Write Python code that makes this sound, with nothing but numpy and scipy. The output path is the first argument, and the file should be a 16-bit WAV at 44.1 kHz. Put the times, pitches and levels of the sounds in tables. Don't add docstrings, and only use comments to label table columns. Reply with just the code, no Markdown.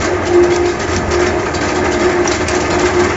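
import sys
import numpy as np
from scipy import signal
from scipy.fft import rfft, irfft, next_fast_len
from scipy.io import wavfile
from scipy.ndimage import uniform_filter1d, minimum_filter1d

SR = 44100
rng = np.random.default_rng(int(sys.argv[2]) if len(sys.argv) > 2 else 0)


def dump(signal):
    limited = np.clip(np.atleast_2d(signal).T, -1, 1)
    pcm = np.round(limited * 32767).astype(np.int16)
    wavfile.write(sys.argv[1], SR, pcm)


N = 139356
T = np.arange(N) / SR

# [pitch_hz, level_db, unsteadiness 0-1]
DRIVE_HUMS = [(76.5, -31, 0.6), (90.85, -30.5, 0.7), (104, -39, 1), (224, -36, 1), (401.8, -32, 0.92),
              (708, -39, 1)]
# [frequency_hz, density_db_per_hz]
RUMBLE_COLOUR = [(25, -3.5), (42, -25.5), (58, -1), (72, 4.5), (92, 1.5), (108, -1.5), (150, -5),
                 (300, -30.5)]
RUMBLE_DB = -28.5

# [start_s, roar_level_db, rasp_level_db]
ROTOR_LOAD = [(0, -20, -15), (.1, -21.5, -21.5), (.5, -18.5, -24), (.65, -24, -20), (.9, -20.5, -25),
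              (1.2, -20, -21), (1.44, -22, -23), (1.83, -17, -23.5), (2.2, -19.5, -19.5),
              (2.45, -22, -19.5), (2.7, -17, -22.5), (2.9, -18.5, -17), (3.16, -22, -16.5)]
# [start_s, crunch_level_db, knock_level_db, length_s]
TOOTH_BITES = [(0.0094, -16, -15.5, 0.045), (0.049, -17.5, -25.5, 0.0063), (0.255, -15, -24.5, 0.029),
               (0.328, -19, -14.5, 0.014), (0.428, -17, -18.5, 0.0079), (0.502, -14, -19.5, 0.013),
               (0.535, -14.5, -30.5, 0.011), (0.654, -18.5, -17, 0.021), (0.682, -17.5, -35, 0.026),
               (0.793, -15.5, -17, 0.037), (0.876, -19.5, -18, 0.078), (0.924, -19.5, -18.5, 0.055),
               (1.105, -14.5, -17, 0.038), (1.191, -18, -10, 0.046), (1.261, -11.5, -9.5, 0.01),
               (1.387, -21, -18, 0.015), (1.456, -21, -9, 0.0071), (1.5395, -10, -17, 0.0087),
               (1.607, -13, -12.5, 0.0074), (1.627, -17, -12.5, 0.032), (1.678, -15.5, -18, 0.025),
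               (1.743, -15.5, -29.5, 0.034), (1.841, -17.5, -11, 0.028), (1.9096, -16, -33, 0.032),
               (1.994, -16.5, -15, 0.056), (2.089, -17, -13, 0.019), (2.245, -16, -17, 0.049),
               (2.3114, -12, -13, 0.039), (2.403, -19, -9, 0.014), (2.471, -16, -15, 0.1),
               (2.54, -15, -15, 0.017), (2.602, -11.5, -29, 0.0087), (2.651, -20, -19, 0.016),
               (2.699, -15.5, -15.5, 0.047), (2.789, -9.5, -11.5, 0.017), (2.85, -12.5, -15, 0.028),
               (2.946, -22, -18.5, 0.019), (2.992, -16.5, -8.5, 0.019), (3.037, -17.5, -10, 0.016),
               (3.098, -19, -10.5, 0.0071)]
BITE_ATTACK_S, BITE_RELEASE_S = 0.009, 0.021

# [pitch_hz, width_hz, level_db]
HOUSING_MODES = [(216.5, 23, 0), (299.2, 15, 3), (324.4, 14, 1), (372.8, 4.4, -4.5), (403, 3.4, -1.5),
                 (491, 22, -5.5), (625.8, 19.8, 2), (712.6, 17, -1), (806, 42, -2.5), (883, 27, -5),
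                 (942, 15, -8), (1234, 28, -1), (1570, 51, -2), (1730, 48, -2.5), (1996, 31, -8.5),
                 (2090, 28, -5.5), (2326, 13, -18), (2577, 60, -12)]
# [frequency_hz, density_db_per_hz]
ROAR_COLOUR = [(110, -7.5), (155, -0.5), (255, -9), (450, 2.5), (750, -3), (900, -1), (1000, -10)]
HOUSING_DB, ROAR_DB, GRIND_DB, KNOCK_DB = -19, -5.5, 0, -10
IMPACTS_PER_S, IMPACT_SPREAD_DB = 2500, 2.5

# [frequency_hz, density_db_per_hz]
RASP_COLOUR = [(950, -0.5), (1150, 2.5), (1400, -3), (1700, -2.5), (2150, -2), (2350, -6), (2650, -8.5),
               (3000, -14)]
RASP_DB, RASP_BITE_DB, RASP_PATCHY_DB, RASP_JUDDER_DB = -7.5, -14.5, 2.5, 1.5

# [frequency_hz, density_db_per_hz]
CRUNCH_COLOUR = [(1500, 3.5), (2600, -1), (3300, -2.5), (4500, 0), (6000, 1), (7400, -1)]
CRUNCH_DB, SCRAPE_DB, CRUNCH_PATCHY_DB, CRUNCH_FLUTTER_DB = -12, -15.5, 2.5, 2
CRACKS_PER_S_PER_BAND, CRACK_SPREAD_DB = 3000, 2.5

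SPLINTERS_PER_S, SPLINTER_WIDTH_HZ, SPLINTER_DB = 470, 27, -17
SHREDS_PER_S, SHRED_WIDTH_HZ, SHRED_DB = 120, 14, -16.5

# [start_s, level_db]
GROAN_LEVEL = [(0, -29), (.17, -17), (.22, -32), (.33, -10.5), (.39, -7), (.47, -13.5), (.68, -14.5),
               (.8, -31), (.94, -17), (1.05, -32), (1.14, -17), (1.23, -12), (1.3, -18.5), (1.42, -20),
               (1.7, -27.5), (1.76, -18.5), (1.83, -18.5), (1.99, -20), (2.06, -9.5), (2.1, -22.5),
               (2.2, -13.5), (2.25, -20), (2.33, -18.5), (2.39, -23), (2.5, -28), (2.57, -14),
               (2.635, -26.5), (2.68, -19.5), (2.79, -17), (2.85, -11), (2.93, -27), (2.965, -12),
               (3.01, -10.5), (3.06, -20.5), (3.16, -23)]
# [start_s, pitch_hz, roughness 0-1]
GROAN_SLIP = [(0, 349, .2), (.19, 360, 0.42), (.26, 353, 0), (.4, 351.5, 0.25), (.72, 353, 0.42),
              (.9, 356, 0.5), (1.2, 353, 0), (1.28, 360, 0.37), (1.42, 350, 0.8), (1.79, 364, 0.07),
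              (1.9, 358, 0.6), (1.99, 346, 0.56), (2.08, 362, 0.46), (2.24, 348, 0.6), (2.4, 360, 0.6),
              (2.6, 361, 0.3), (2.75, 354, 0.6), (2.86, 361, 0.3), (3, 356, 0.3), (3.16, 359, 0.54)]
# [multiple_of_pitch, level_db]
GROAN_OVERTONES = [(2, -22.5), (3, -42.5)]
SLIP_WANDER_HZ, OVERTONE_WANDER_HZ = 25.6, 19

# [start_s, length_s, start_pitch_hz, end_pitch_hz, level_db]
LUMP_CREAKS = [(0.034, 0.13, 700, 467, -23.5), (0.189, 0.18, 599.6, 789, -23.5),
               (1.054, .15, 639.7, 458, -23)]
CREAK_ROUGHNESS, CREAK_WANDER_HZ = 0.88, 97

# [start_s, ring_level_db, ring_pitch_hz, crack_level_db]
CHIP_SNAPS = [(0.5598, -27, 6370, -13.5), (0.9621, -20.5, 5940, -12), (1.117, -23, 6940, -16.5),
              (1.919, -23, 6570, -21), (2.274, -11.5, 5880, -14), (2.4827, -18, 8000, -8)]
# [frequency_hz, density_db_per_hz]
SNAP_COLOUR = [(1500, -4), (2350, 6.5), (2750, 4), (3600, -1), (6000, 6.5), (7400, 2)]
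SNAP_ATTACK_S, SNAP_DECAY_S, SNAP_WIDTH_HZ = 0.0023, 0.0049, 510

# [start_s, level_db, centre_hz]
STEEL_CLACKS = [(0.821, -17.5, 1470), (1.463, -29, 1480), (1.689, -19.5, 1100), (1.855, -16.5, 1150),
                (2.018, -18, 1090), (2.254, -14.5, 1050), (2.647, -16.5, 1400), (2.856, -14, 1600)]
CLACK_DECAY_S, CLACK_WIDTH_HZ, CLACK_TOP_HZ, CLACK_RING_DB = 0.0098, 580, 2904, -6

# [start_s, level_db]
FRAME_THUMPS = [(0.934, -15), (1.92, -30), (2.689, -18)]
# [frequency_hz, density_db_per_hz]
THUMP_COLOUR = [(30, -8.5), (60, -4), (88, 3.5), (125, -14.5), (190, -3), (300, -10)]
THUMP_ATTACK_S, THUMP_DECAY_S = 0.029, 0.1

HALL_T60_S, HALL_DB = 0.32, -7
BED_LOW_PASS_HZ = 7550
CUTOFF_HZ = 8600


def from_db(db):
    return 10 ** (np.asarray(db) / 20)


def rms_one(x):
    return x / np.sqrt(np.mean(np.abs(x) ** 2) + 1e-20)


def in_time(rows):
    s, *columns = np.transpose(rows)
    return [np.interp(T, s, c) for c in columns]


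def drift(rate_hz):
    r = np.exp(-80 * np.pi * rate_hz / SR)
    noise = rng.standard_normal(N // 40 + 2002)
    slow = signal.lfilter([1], [1, -2 * r, r * r], noise)[2000:]
    return np.interp(np.arange(N) / 40, np.arange(len(slow)), rms_one(slow))


def resonate(x, hz, width_hz):
    r = np.exp(-np.pi * width_hz / SR)
    feed = np.sqrt((1 - r * r) / 2) * np.array([1, 0, -1])
    feedback = [1, -2 * r * np.cos(2 * np.pi * hz / SR), r * r]
    return signal.lfilter(feed, feedback, x + 1e-18)


def colour(x, spectrum):
    hz, db = np.transpose(spectrum)
    size = 2 * next_fast_len(N)
    octave = np.log2(np.maximum(np.arange(size // 2 + 1) * SR / size, 1))
    points = np.log2(hz)
    outside = np.abs(octave - np.clip(octave, points[0], points[-1]))
    magnitude = rms_one(from_db(np.interp(octave, points, db) - 18 * outside))
    cepstrum = irfft(np.log(magnitude))
    cepstrum[1:size // 2] *= 2
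    cepstrum[size // 2 + 1:] = 0
    return irfft(rfft(x, size) * np.exp(rfft(cepstrum)))[:N]


def low_pass(x, hz):
    return signal.sosfilt(signal.ellip(10, .3, 70, hz, fs=SR, output="sos"), x + 1e-18)


def clicks(per_s, spread_db):
    excess = np.minimum(rng.exponential(1, N), 5)
    sizes = from_db(spread_db * excess) * rng.choice([-1, 1], N)
    return rms_one(sizes * (rng.random(N) < per_s / SR))


def cracks(low_hz, high_hz, per_s, spread_db, patchy_db, rate, count):
    edges, out = np.geomspace(low_hz, high_hz, count + 1), 0
    for band in zip(edges, edges[1:]):
        sos = signal.butter(2, band, "band", fs=SR, output="sos")
        swell = from_db(patchy_db * drift(rate))
        out = out + swell * signal.sosfilt(sos, clicks(per_s, spread_db) + 1e-18)
    return out


def wavering(phase, rough, rate):
    rough = np.clip(rough, 0, 1)
    steady = np.sqrt(2 * (1 - rough ** 2)) * np.sin(phase)
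    wander = drift(rate) * np.sin(phase) + drift(rate) * np.cos(phase)
    return steady + rough * wander


def drive():
    hum = sum(from_db(db) * wavering(2 * np.pi * hz * T, rough, rate=3.2) for hz, db, rough in DRIVE_HUMS)
    return hum + from_db(RUMBLE_DB) * colour(rng.standard_normal(N), RUMBLE_COLOUR)


def bite_forces():
    crunch_power, knock_power = 0, 0
    for s, crunch_db, knock_db, length in TOOTH_BITES:
        rise = (1 + np.tanh(2 * (T - s) / BITE_ATTACK_S)) / 2
        shape = rise * np.exp(-np.maximum(T - s - length, 0) / BITE_RELEASE_S)
        crunch_power = crunch_power + (from_db(crunch_db) * shape) ** 2
        knock_power = knock_power + (from_db(knock_db) * shape) ** 2
    return np.sqrt(crunch_power), np.sqrt(knock_power)


def housing(load, knock):
    force = np.hypot(from_db(GRIND_DB) * load, from_db(KNOCK_DB) * knock)
    roar = colour(force * clicks(IMPACTS_PER_S, IMPACT_SPREAD_DB), ROAR_COLOUR)
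    push, rings = rms_one(force), 0
    for hz, width, db in HOUSING_MODES:
        impacts = push * clicks(IMPACTS_PER_S, IMPACT_SPREAD_DB)
        rings = rings + from_db(db) * resonate(impacts, hz, width)
    return from_db(ROAR_DB) * roar + from_db(HOUSING_DB) * rms_one(rings)


def rasp(load, knock):
    judder = rms_one(from_db(RASP_JUDDER_DB * drift(67)))
    force = np.hypot(from_db(RASP_DB) * load, from_db(RASP_BITE_DB) * knock) * judder
    grit = cracks(900, 3416, 700, 3.3, patchy_db=RASP_PATCHY_DB, rate=18, count=8)
    return colour(force * grit, RASP_COLOUR)


def tearing(load, crunch):
    flutter = from_db(CRUNCH_DB + CRUNCH_FLUTTER_DB * drift(98))
    force = np.hypot(from_db(SCRAPE_DB) * load, flutter * crunch)
    grit = cracks(1426, 9270, CRACKS_PER_S_PER_BAND, CRACK_SPREAD_DB,
                  patchy_db=CRUNCH_PATCHY_DB, rate=38, count=12)
    return colour(force * grit, CRUNCH_COLOUR)


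def splinters(crunch, count):
    pings = 0
    for hz in rng.uniform(2300, 7400, count):
        breaks = crunch * clicks(SPLINTERS_PER_S / count, spread_db=3.0)
        pings = pings + resonate(breaks, hz, SPLINTER_WIDTH_HZ)
    return from_db(SPLINTER_DB) * pings / np.sqrt(count)


def shreds(knock, count):
    taps = 0
    for hz in rng.uniform(1150, 2400, count):
        hits = knock * clicks(SHREDS_PER_S / count, spread_db=0.5)
        taps = taps + resonate(hits, hz, SHRED_WIDTH_HZ)
    return from_db(SHRED_DB) * taps / np.sqrt(count)


def groan():
    (db,), (hz, rough) = in_time(GROAN_LEVEL), in_time(GROAN_SLIP)
    phase = 2 * np.pi * np.cumsum(hz) / SR
    tone = wavering(phase, rough, SLIP_WANDER_HZ)
    for multiple, level_db in GROAN_OVERTONES:
        tone = tone + from_db(level_db) * wavering(multiple * phase, rough, OVERTONE_WANDER_HZ)
    return from_db(db) * tone


def creaks():
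    out = 0
    for s, length, start_hz, end_hz, db in LUMP_CREAKS:
        along = np.clip((T - s) / length, 0, 1)
        phase = 2 * np.pi * np.cumsum(start_hz + (end_hz - start_hz) * along) / SR
        swell = np.sqrt(4 * along * (1 - along))
        out = out + from_db(db) * swell * wavering(phase, CREAK_ROUGHNESS, CREAK_WANDER_HZ)
    return out


def snaps():
    out = 0
    for s, ring_db, hz, crack_db in CHIP_SNAPS:
        shape = np.clip((T - s) / SNAP_ATTACK_S, 0, 1) * np.exp(-np.abs(T - s) / SNAP_DECAY_S)
        burst = rng.standard_normal(N) * shape
        edges = [hz - SNAP_WIDTH_HZ / 2, hz + SNAP_WIDTH_HZ / 2]
        band = signal.butter(2, edges, "band", fs=SR, output="sos")
        ring = signal.sosfilt(band, burst + 1e-18) * np.sqrt(SR / 2 / SNAP_WIDTH_HZ)
        crack = low_pass(colour(burst, SNAP_COLOUR), BED_LOW_PASS_HZ)
        out = out + from_db(ring_db) * ring + from_db(crack_db) * crack
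    return out


def clacks():
    rattle, blows = 0, 0
    for s, db, hz in STEEL_CLACKS:
        shape = (T >= s) * np.exp(-np.abs(T - s) / CLACK_DECAY_S)
        blow = from_db(db) * shape * clicks(IMPACTS_PER_S, spread_db=3.0)
        rattle = rattle + resonate(blow, hz, CLACK_WIDTH_HZ)
        blows = blows + blow
    rings = sum(from_db(db) * resonate(blows, hz, width) for hz, width, db in HOUSING_MODES)
    rings = rings / np.sqrt(len(HOUSING_MODES))
    return low_pass(rattle + from_db(CLACK_RING_DB) * rings, CLACK_TOP_HZ)


def thumps():
    force = 0
    for s, db in FRAME_THUMPS:
        rise = np.clip((T - s) / THUMP_ATTACK_S, 0, 1)
        force = force + from_db(db) * rise * np.exp(-np.abs(T - s) / THUMP_DECAY_S)
    return colour(force * rng.standard_normal(N), THUMP_COLOUR)


def hall(x):
    tail = rng.standard_normal(N) * from_db(-60 * T / HALL_T60_S)
    return from_db(HALL_DB) * signal.fftconvolve(x, tail / np.linalg.norm(tail))[:N]


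def scene():
    roar_load, rasp_load = from_db(in_time(ROTOR_LOAD))
    crunch, knock = bite_forces()
    cutting = rasp(rasp_load, knock) + tearing(rasp_load, crunch)
    cutting = cutting + splinters(crunch, count=48) + shreds(knock, count=24) + clacks()
    bed = drive() + housing(roar_load, knock) + groan() + creaks() + thumps()
    bed = bed + cutting + hall(cutting)
    return (low_pass(bed, BED_LOW_PASS_HZ) + snaps())[None]


def record(dry):
    gain = .88 / np.maximum(np.abs(dry), .88)
    gain = uniform_filter1d(minimum_filter1d(gain, size=221), size=221)
    top_cut = signal.firwin(201, CUTOFF_HZ, window="blackman", fs=SR)
    return signal.fftconvolve(dry * gain, top_cut[None], "same")


dry = scene()
out = record(dry)
dump(out)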